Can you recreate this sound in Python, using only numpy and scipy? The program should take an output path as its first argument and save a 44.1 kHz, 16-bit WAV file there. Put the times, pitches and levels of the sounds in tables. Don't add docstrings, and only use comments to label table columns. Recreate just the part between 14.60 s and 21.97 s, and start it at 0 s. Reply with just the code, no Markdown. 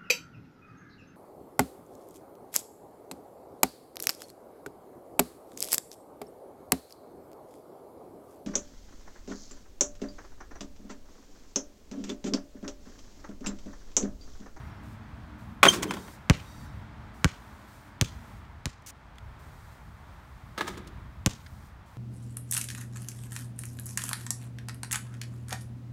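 import sys
import numpy as np
from scipy import signal
from scipy.fft import rfft, irfft, next_fast_len
from scipy.io import wavfile
from scipy.ndimage import map_coordinates

SR = 44100
rng = np.random.default_rng(int(sys.argv[2]) if len(sys.argv) > 2 else 0)


def transcribe(u):
    v = np.clip(np.atleast_2d(u).T, -1, 1)
    q = np.round(v * 32767).astype(np.int16)
    wavfile.write(sys.argv[1], SR, q)


N = 325017


def amp(db):
    return 10 ** (np.asarray(db) / 20)


def unit(x):
    return x / np.sqrt(np.mean(x ** 2) + 1e-20)


def along(points, hz):
    f, v = np.transpose(points)
    return np.interp(np.log(hz + 1), np.log(f + 1), v)


def gains(rows):
    times, *columns = np.transpose(rows)
    return [amp(np.interp(np.arange(N) / SR, times, levels)) for levels in columns]


def wobble(rate):
    knots = rng.standard_normal(int(N * rate / SR) + 4)
    return map_coordinates(knots, [np.arange(N) * rate / SR])


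def filtered(x, response):
    m = next_fast_len(len(x) + SR // 4)
    spectrum = rfft(x, m) * response(np.fft.rfftfreq(m, 1 / SR))
    return irfft(spectrum, m)[:len(x)]


def shape(points):
    return lambda hz: amp(along(points, hz))


def resonant(peaks):
    def response(f):
        return sum((-1) ** k * amp(db) * 1j * f * width / (centre * centre - f * f + 1j * f * width)
                   for k, (centre, width, db) in enumerate(peaks))
    return response


def noise(response):
    return unit(filtered(rng.standard_normal(N), response))


def ring(modes, t):
    return sum(amp(db + rng.normal(0, 2.) - 60 * t / t60) * np.sin(2 * np.pi * hz * t)
               for hz, db, t60 in modes)


def burst(s, rise, hold, t60):
    t = np.arange(N) / SR - s
    decay = amp(-60 * np.clip(t - rise - hold, 0, None) / t60)
    return np.clip(t / rise, 0, 1) ** 2 * decay


def add(track, s, sound):
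    part = track[round(s * SR):][:len(sound)]
    part += sound[:len(part)]


# f/Hz, level/dB
WIND_SPECTRUM = [(12, -19), (22, -14.5), (36, 0), (64, 3), (120, -4.5), (172, -12.5), (204, -15),
                 (300, -31), (400, -55.5)]


def wind():
    return unit(amp(2.4 * wobble(11)) * noise(shape(WIND_SPECTRUM)))


# f/Hz, width/Hz, level/dB
MOTOR_RESONANCES = [(108, 25, 2), (208, 28, -0.5), (232, 30, -3), (298.5, 8.3, -6.5)]


def motor():
    def line(hz, width):
        return noise(lambda f: resonant([(hz, width, 0)])(f) ** 2)
    return unit(sum(amp(db) * line(hz, width) for hz, width, db in MOTOR_RESONANCES))


# f/Hz, level/dB
TRAFFIC_SPECTRUM = [(150, -26), (250, 0), (513, -7.5), (624, -2.5), (770, -3), (868, 0), (1340, -3),
                    (2100, -9), (2920, -17.5), (3200, -16), (9000, -35), (11700, -56.5), (19800, -120)]


def traffic():
    return amp(.7 * wobble(6)) * noise(shape(TRAFFIC_SPECTRUM))


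# f/Hz, level/dB
HISS_SPECTRUM = [(2350, -20), (4000, -2), (5500, -3), (9300, -3.5), (10400, -9), (11400, -5.5),
                 (14000, -6.5), (16000, -7)]
# start t/s, length t/s, level/dB
HISS_PATCHES = [(0, 0.08, -74), (0.236, 0.093, -68.5), (0.791, 0.041, -70), (1.273, .27, -58),
                (1.74, 0.31, -63.5), (2.546, 0.74, -68.5), (3.085, 0.084, -72), (3.45, 0.33, -68),
                (4.796, 0.357, -67), (5.173, 0.99, -76), (6.693, 0.38, -66.5), (7.266, 0.24, -69.5)]
HISS_BED_DB, HISS_EDGE_S, HISS_T60 = -81.5, 0.017, .2


def hiss():
    level = amp(HISS_BED_DB)
    for s, long, db in HISS_PATCHES:
        level = level + amp(db) * burst(s - HISS_EDGE_S, HISS_EDGE_S, long, HISS_T60)
    return level * amp(0.57 * wobble(8.7)) * noise(shape(HISS_SPECTRUM))


# t/s, wind level/dB, far motor level/dB, traffic level/dB
AIR_LEVELS = [(0, -41.5, -52, -51.5), (.3, -43, -46.5, -53), (.7, -42, -51, -53.5),
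              (1.0, -42, -47.5, -54.5), (1.6, -43, -58.5, -53.5), (2.15, -40, -50, -53.5),
              (2.6, -48.5, -54, -53), (3.3, -49, -58.5, -54), (3.7, -43, -53, -53), (4.1, -51, -66, -57.5),
              (4.6, -44, -71, -54.5), (5.6, -45.5, -72.5, -55.5), (6.7, -43, -56, -56),
              (7.37, -48.5, -69.5, -57.5)]


def street():
    wind_gain, motor_gain, traffic_gain = gains(AIR_LEVELS)
    return wind_gain * wind() + motor_gain * motor() + traffic_gain * traffic() + hiss()


# start t/s, length t/s, from f/Hz, to f/Hz, level/dB
BIRD_NOTE = (0, .21, 5800, 5350, -72)


def bird():
    s, long, from_hz, to_hz, db = BIRD_NOTE
    u = np.clip((np.arange(N) / SR - s) / long, 0, 1)
    pitch = (from_hz + (to_hz - from_hz) * u) * (1 + .015 * wobble(250))
    phase = 2 * np.pi * np.cumsum(pitch) / SR
    return amp(db + 3 * wobble(40)) * (1 - u ** 4) * np.sin(phase)


# delay t/s, level/dB
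WALL_ECHOES = [(.0035, -34.5), (.009, -35), (.019, -47.5), (.034, -48), (.046, -49), (.073, -49)]
# f/Hz, t60/s
YARD_DECAY = [(150, 0.119), (1000, 0.216), (4000, 0.37), (12000, 0.19)]


def yard(x):
    hz, t, z = signal.stft(rng.standard_normal(SR // 2), SR, nperseg=256)
    decay = amp(-60 * t / along(YARD_DECAY, hz)[:, None])
    tail = signal.istft(z * decay, SR, nperseg=256)[1]
    t = np.arange(len(tail)) / SR
    rough = rng.standard_normal(len(t))
    lumps = amp(-14 + 2.5 * wobble(146.0)[:len(t)])
    onset = np.clip((t - .029) / 0.0045, .5, 1)
    tail = lumps * tail / np.linalg.norm(tail) * onset
    tail += sum(amp(db) * rough * np.exp(-((t - s) / 0.00079) ** 2) for s, db in WALL_ECHOES)
    return signal.fftconvolve(x, tail)[:N]


def echoes(x):
    out = np.zeros(N)
    for s, *_ in BALL_BOUNCES:
        start = s - .01
        add(out, start, yard(x[round(start * SR):][:SR // 5]))
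    return out


# t/s, treble level/dB, body level/dB, length t/s
SHOE_SCUFFS = [(3.85, -79, -58.5, 0.0011), (4.222, -63, -70, 0.00108), (4.2622, -46.5, -56, 0.044),
               (4.556, -66, -61.5, 0.00096), (4.583, -53, -46.5, 0.00069), (6.862, -75, -49, 0.0053)]


def scuffs():
    grit = sum(amp(db) * burst(s, 0.000578, long, 0.0096) for s, db, _, long in SHOE_SCUFFS)
    sole = sum(amp(db) * burst(s, 0.00071, long, 0.021) for s, _, db, long in SHOE_SCUFFS)
    # f/Hz, level/dB
    treble = [(2000, -15.5), (4500, -7), (6000, 2.5), (9500, -4.0), (11000, -9.0), (16000, -9)]
    body = [(500, -27), (1500, 9.5), (3000, 6), (5000, 0), (9000, -16), (14000, -40)]
    grain = amp(1.4 * wobble(300)) * noise(shape(treble))
    return grit * grain + sole * noise(shape(body))


# f/Hz, level/dB
STEEL_TONES = [(3760, -1), (4620, -3), (5360, -8), (5830, -3), (6200, -8), (7420, -7), (8530, -7)]
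# start t/s, length t/s, level/dB, brightness in dB per octave about 5 kHz
TONE_SWELLS = [(1.33, .22, -63, -1), (1.8, .42, -65, -5)]


def tones():
    out = np.zeros(N)
    for hz, level_db in STEEL_TONES:
        line = noise(resonant([(hz, 12, 0)]))
        for s, long, db, bright_db in TONE_SWELLS:
            u = np.arange(round(long * SR)) / (long * SR)
            gain = amp(db + level_db + bright_db * np.log2(hz / 5000))
            swell = np.sin(np.pi * u ** .6)
            add(out, s, gain * swell * line[round(s * SR):][:len(u)])
    return out


# t/s, level/dB, rise t/s
RUBBER_SQUEAKS = [(1.078, -9, .009), (1.272, -44, 0.025)]
# multiple of the fundamental, level/dB
SQUEAK_OVERTONES = [(1, 0), (2, -7), (3, -18.5)]
SQUEAK_HZ, SQUEAK_HOLD, SQUEAK_T60 = 3140, .002, .028
CHATTER_DB, CHATTER_S = -17, .022


def squeak():
    phase = 2 * np.pi * np.cumsum(SQUEAK_HZ * (1 + 0.0083 * wobble(300))) / SR
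    grip = np.zeros(N)
    for s, db, rise in RUBBER_SQUEAKS:
        squeal = burst(s, rise, SQUEAK_HOLD, SQUEAK_T60)
        chatter = amp(CHATTER_DB) * burst(s, rise, CHATTER_S, 2 * SQUEAK_T60)
        grip += amp(db) * (squeal + chatter)
    harmonics = sum(amp(db) * np.sin(k * phase) for k, db in SQUEAK_OVERTONES)
    return grip * amp(1.8 * wobble(250)) * harmonics


# f/Hz, width/Hz, level/dB
BOARD_RESONANCES = [(188, 30, 4.5), (305, 66, -0.5), (379, 56.7, 1)]
BOARD_T60 = 0.569
BOARD_KICK_DB, BOARD_KICK_T60 = -17.5, 0.16


def board(entry, knocks, level_db, rise_s, hold_s):
    level = amp(level_db) * burst(entry, rise_s, hold_s, BOARD_T60)
    for s, db, _, rise, _ in knocks:
        level += amp(db + BOARD_KICK_DB) * burst(s, 2 * rise, 0, BOARD_KICK_T60)
    return level * amp(1.2 * wobble(30)) * noise(resonant(BOARD_RESONANCES))


# f/Hz, level/dB
CORD_SPECTRUM = [(900, -33.5), (1700, -6), (2800, -2.5), (4000, -4), (6300, -2.5), (9000, -6.5),
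                 (12000, -15), (16000, -12.5)]
NET_T60, CORD_SHARE = 0.178, 0.78


def net(entry, knocks, level_db, drag_s):
    level = amp(level_db) * burst(entry, 0.037, drag_s, NET_T60)
    for s, _, db, rise, t60 in knocks:
        level += amp(db) * burst(s, rise, 0, CORD_SHARE * t60)
    return level * unit(amp(1.8 * wobble(700)) * noise(shape(CORD_SPECTRUM)))


RIM_T60 = 0.995
CLANG_DB = -2


def rim(entry, knocks, modes, hum_db, hum_hold):
    level = amp(hum_db) * burst(entry, .01, hum_hold, RIM_T60)
    for s, db, _, rise, t60 in knocks:
        level += amp(db) * burst(s, rise, 0, t60)
    steel = unit(amp(2.2 * wobble(500)) * noise(resonant(modes)))
    clang = filtered(np.eye(1, SR // 8)[0], resonant(modes))
    blows = np.zeros(N)
    for s, db, _, rise, _ in knocks:
        add(blows, s + rise, amp(db + CLANG_DB) * clang / np.abs(clang).max())
    return level * steel + blows


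# t/s, rim level/dB, cord level/dB, rise t/s
RIM_KNOCKS = [(1.029, -8.5, -18, 0.0021), (1.05, -14, -24, 0.0036), (1.062, -18.5, -36, .004),
              (1.084, -48.5, -30, 0.0119), (1.118, -33, -34.5, 0.021), (1.22, -30, -26, 0.011),
              (1.305, -28.5, -35, 0.0045), (1.335, -38.5, -37.5, 0.00336), (1.365, -38.5, -55, 0.0051),
              (1.475, -44, -55.5, 0.0038), (5.976, -31, -43, 0.00298), (5.983, -33.5, -50, 0.00187),
              (6.007, -26, -46, 0.0022), (6.065, -33.5, -38, 0.017), (6.17, -48, -46.5, 0.0066),
              (6.268, -64, -49, 0.0073)]
# entry t/s, net level/dB, net drag t/s, board level/dB, board rise t/s,
# board hold t/s, rim hum level/dB, rim hum hold t/s
HOOP_SHOTS = [(1.03, -38, 0.089, -35.5, .005, 0.2698, -40, 0.072),
              (5.968, -57.5, 0.13, -46, 0.059, 0.19, -47, 0.11)]
# f/Hz, width/Hz, level/dB
RIM_RESONANCES = [
    [(561, 180, -5.5), (1093, 110, -0.5), (1285, 11, -2), (1420, 190, -3.5), (2340, 400, -8.5),
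     (3365, 370, -11)],
    [(368, 76, -3.5), (850, 250, -7.5), (1240, 54, 2.5), (1650, 115, -3.5), (2070, 320, -9),
     (3620, 920, -15)],
]
ENTRY_T60, KNOCK_T60 = .095, 0.06


def hoop(shot, modes):
    entry, net_db, drag, board_db, board_rise, board_hold, hum_db, hum_hold = shot
    own_rows = [row for row in RIM_KNOCKS if abs(row[0] - entry) < 1]
    knocks = [(*row, KNOCK_T60 if k else ENTRY_T60) for k, row in enumerate(own_rows)]
    sound = rim(entry, knocks, modes, hum_db, hum_hold)
    sound += net(entry, knocks, net_db, drag)
    return sound + board(entry, knocks, board_db, board_rise, board_hold)


# t/s, slap level/dB, brightness in dB per octave about 3 kHz, thud level/dB,
# contact t/ms
BALL_BOUNCES = [(1.6988, -1.5, -1, -4.5, 10.3), (2.645, -3.5, 1.5, -9.5, 10.62),
                (3.4128, -2.5, 3.5, -13.5, 11.2), (4.0571, -12.5, 2.47, -21.5, 11.8),
                (6.662, -2, 4.5, -11.5, 9.75)]
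# f/Hz, level/dB
SLAP_SPECTRUM = [(300, -14.5), (1000, 4), (2300, 3), (4800, -5), (6500, -3), (10000, -16.5), (16000, -29.5)]
# f/Hz, level/dB, t60/s
BALL_MODES = [(1143, -1, 0.019), (1497, 3, 0.011), (704, -14, 0.031), (2253, -3, 0.022),
              (2954, -14.5, 0.055)]


def slap_click(colour):
    lead = 200
    click = filtered(np.eye(1, 2 * lead, lead)[0], lambda hz: -1j * colour(hz))
    return lead / SR, click / click.max()


def thud(t, lift):
    u = t / lift
    sweep = np.sin(7.8 * np.log(1 + u / .41)) * np.exp(-(u / 1.05) ** 2) * (.5 + 1.07 * u)
    suction = 1.07 * np.exp(-np.abs(u - .96) / np.where(u < .96, .046, .17))
    return sweep - suction


def bounces():
    sharp, thuds = np.zeros(N), np.zeros(N)
    t = np.arange(SR // 8) / SR
    for s, slap_db, bright_db, thud_db, contact_ms in BALL_BOUNCES:
        lift = contact_ms / 1000
        colour = lambda hz: amp(along(SLAP_SPECTRUM, hz) + bright_db * np.log2(hz / 3000 + .01))
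        lead_s, click = slap_click(colour)
        add(sharp, s - lead_s, amp(slap_db) * click)
        fizz = filtered(rng.standard_normal(len(t)) * amp(-60 * t / 0.016), colour)
        ring_gain = amp(thud_db - 11.5)
        inner_ring = ring_gain * ring(BALL_MODES, t) * rng.choice([-1, 1])
        add(sharp, s, amp(slap_db - 17) * fizz + inner_ring)
        snap = ring_gain * ring(BALL_MODES[:3], t) * (1 - np.exp(-t / 0.00099))
        add(sharp, s + 0.82 * lift, snap)
        add(thuds, s + 0.0014, amp(thud_db) * thud(t, lift))
    return sharp, thuds


STEADY_HZ = 15800


def scene():
    sharp, thuds = bounces()
    around = echoes(sharp + amp(3.0) * thuds)
    around += sum(hoop(shot, modes) for shot, modes in zip(HOOP_SHOTS, RIM_RESONANCES))
    around += squeak() + tones() + bird() + scuffs() + street()
    duller = lambda hz: 1 / (1 + (hz / STEADY_HZ) ** 300)
    return (sharp + thuds + filtered(around, duller))[None]


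TOP_HZ = 16900


def record(dry):
    bass = lambda hz: (1j * hz / (48 + 1j * hz)) ** 2
    x = filtered(dry[0], bass)
    x = x / (1 + np.abs(x / .95) ** 6) ** (1 / 6)
    return filtered(x, lambda hz: 1 / (1 + (hz / TOP_HZ) ** 150) ** 4)[None]


dry = scene()
out = record(dry)
transcribe(out)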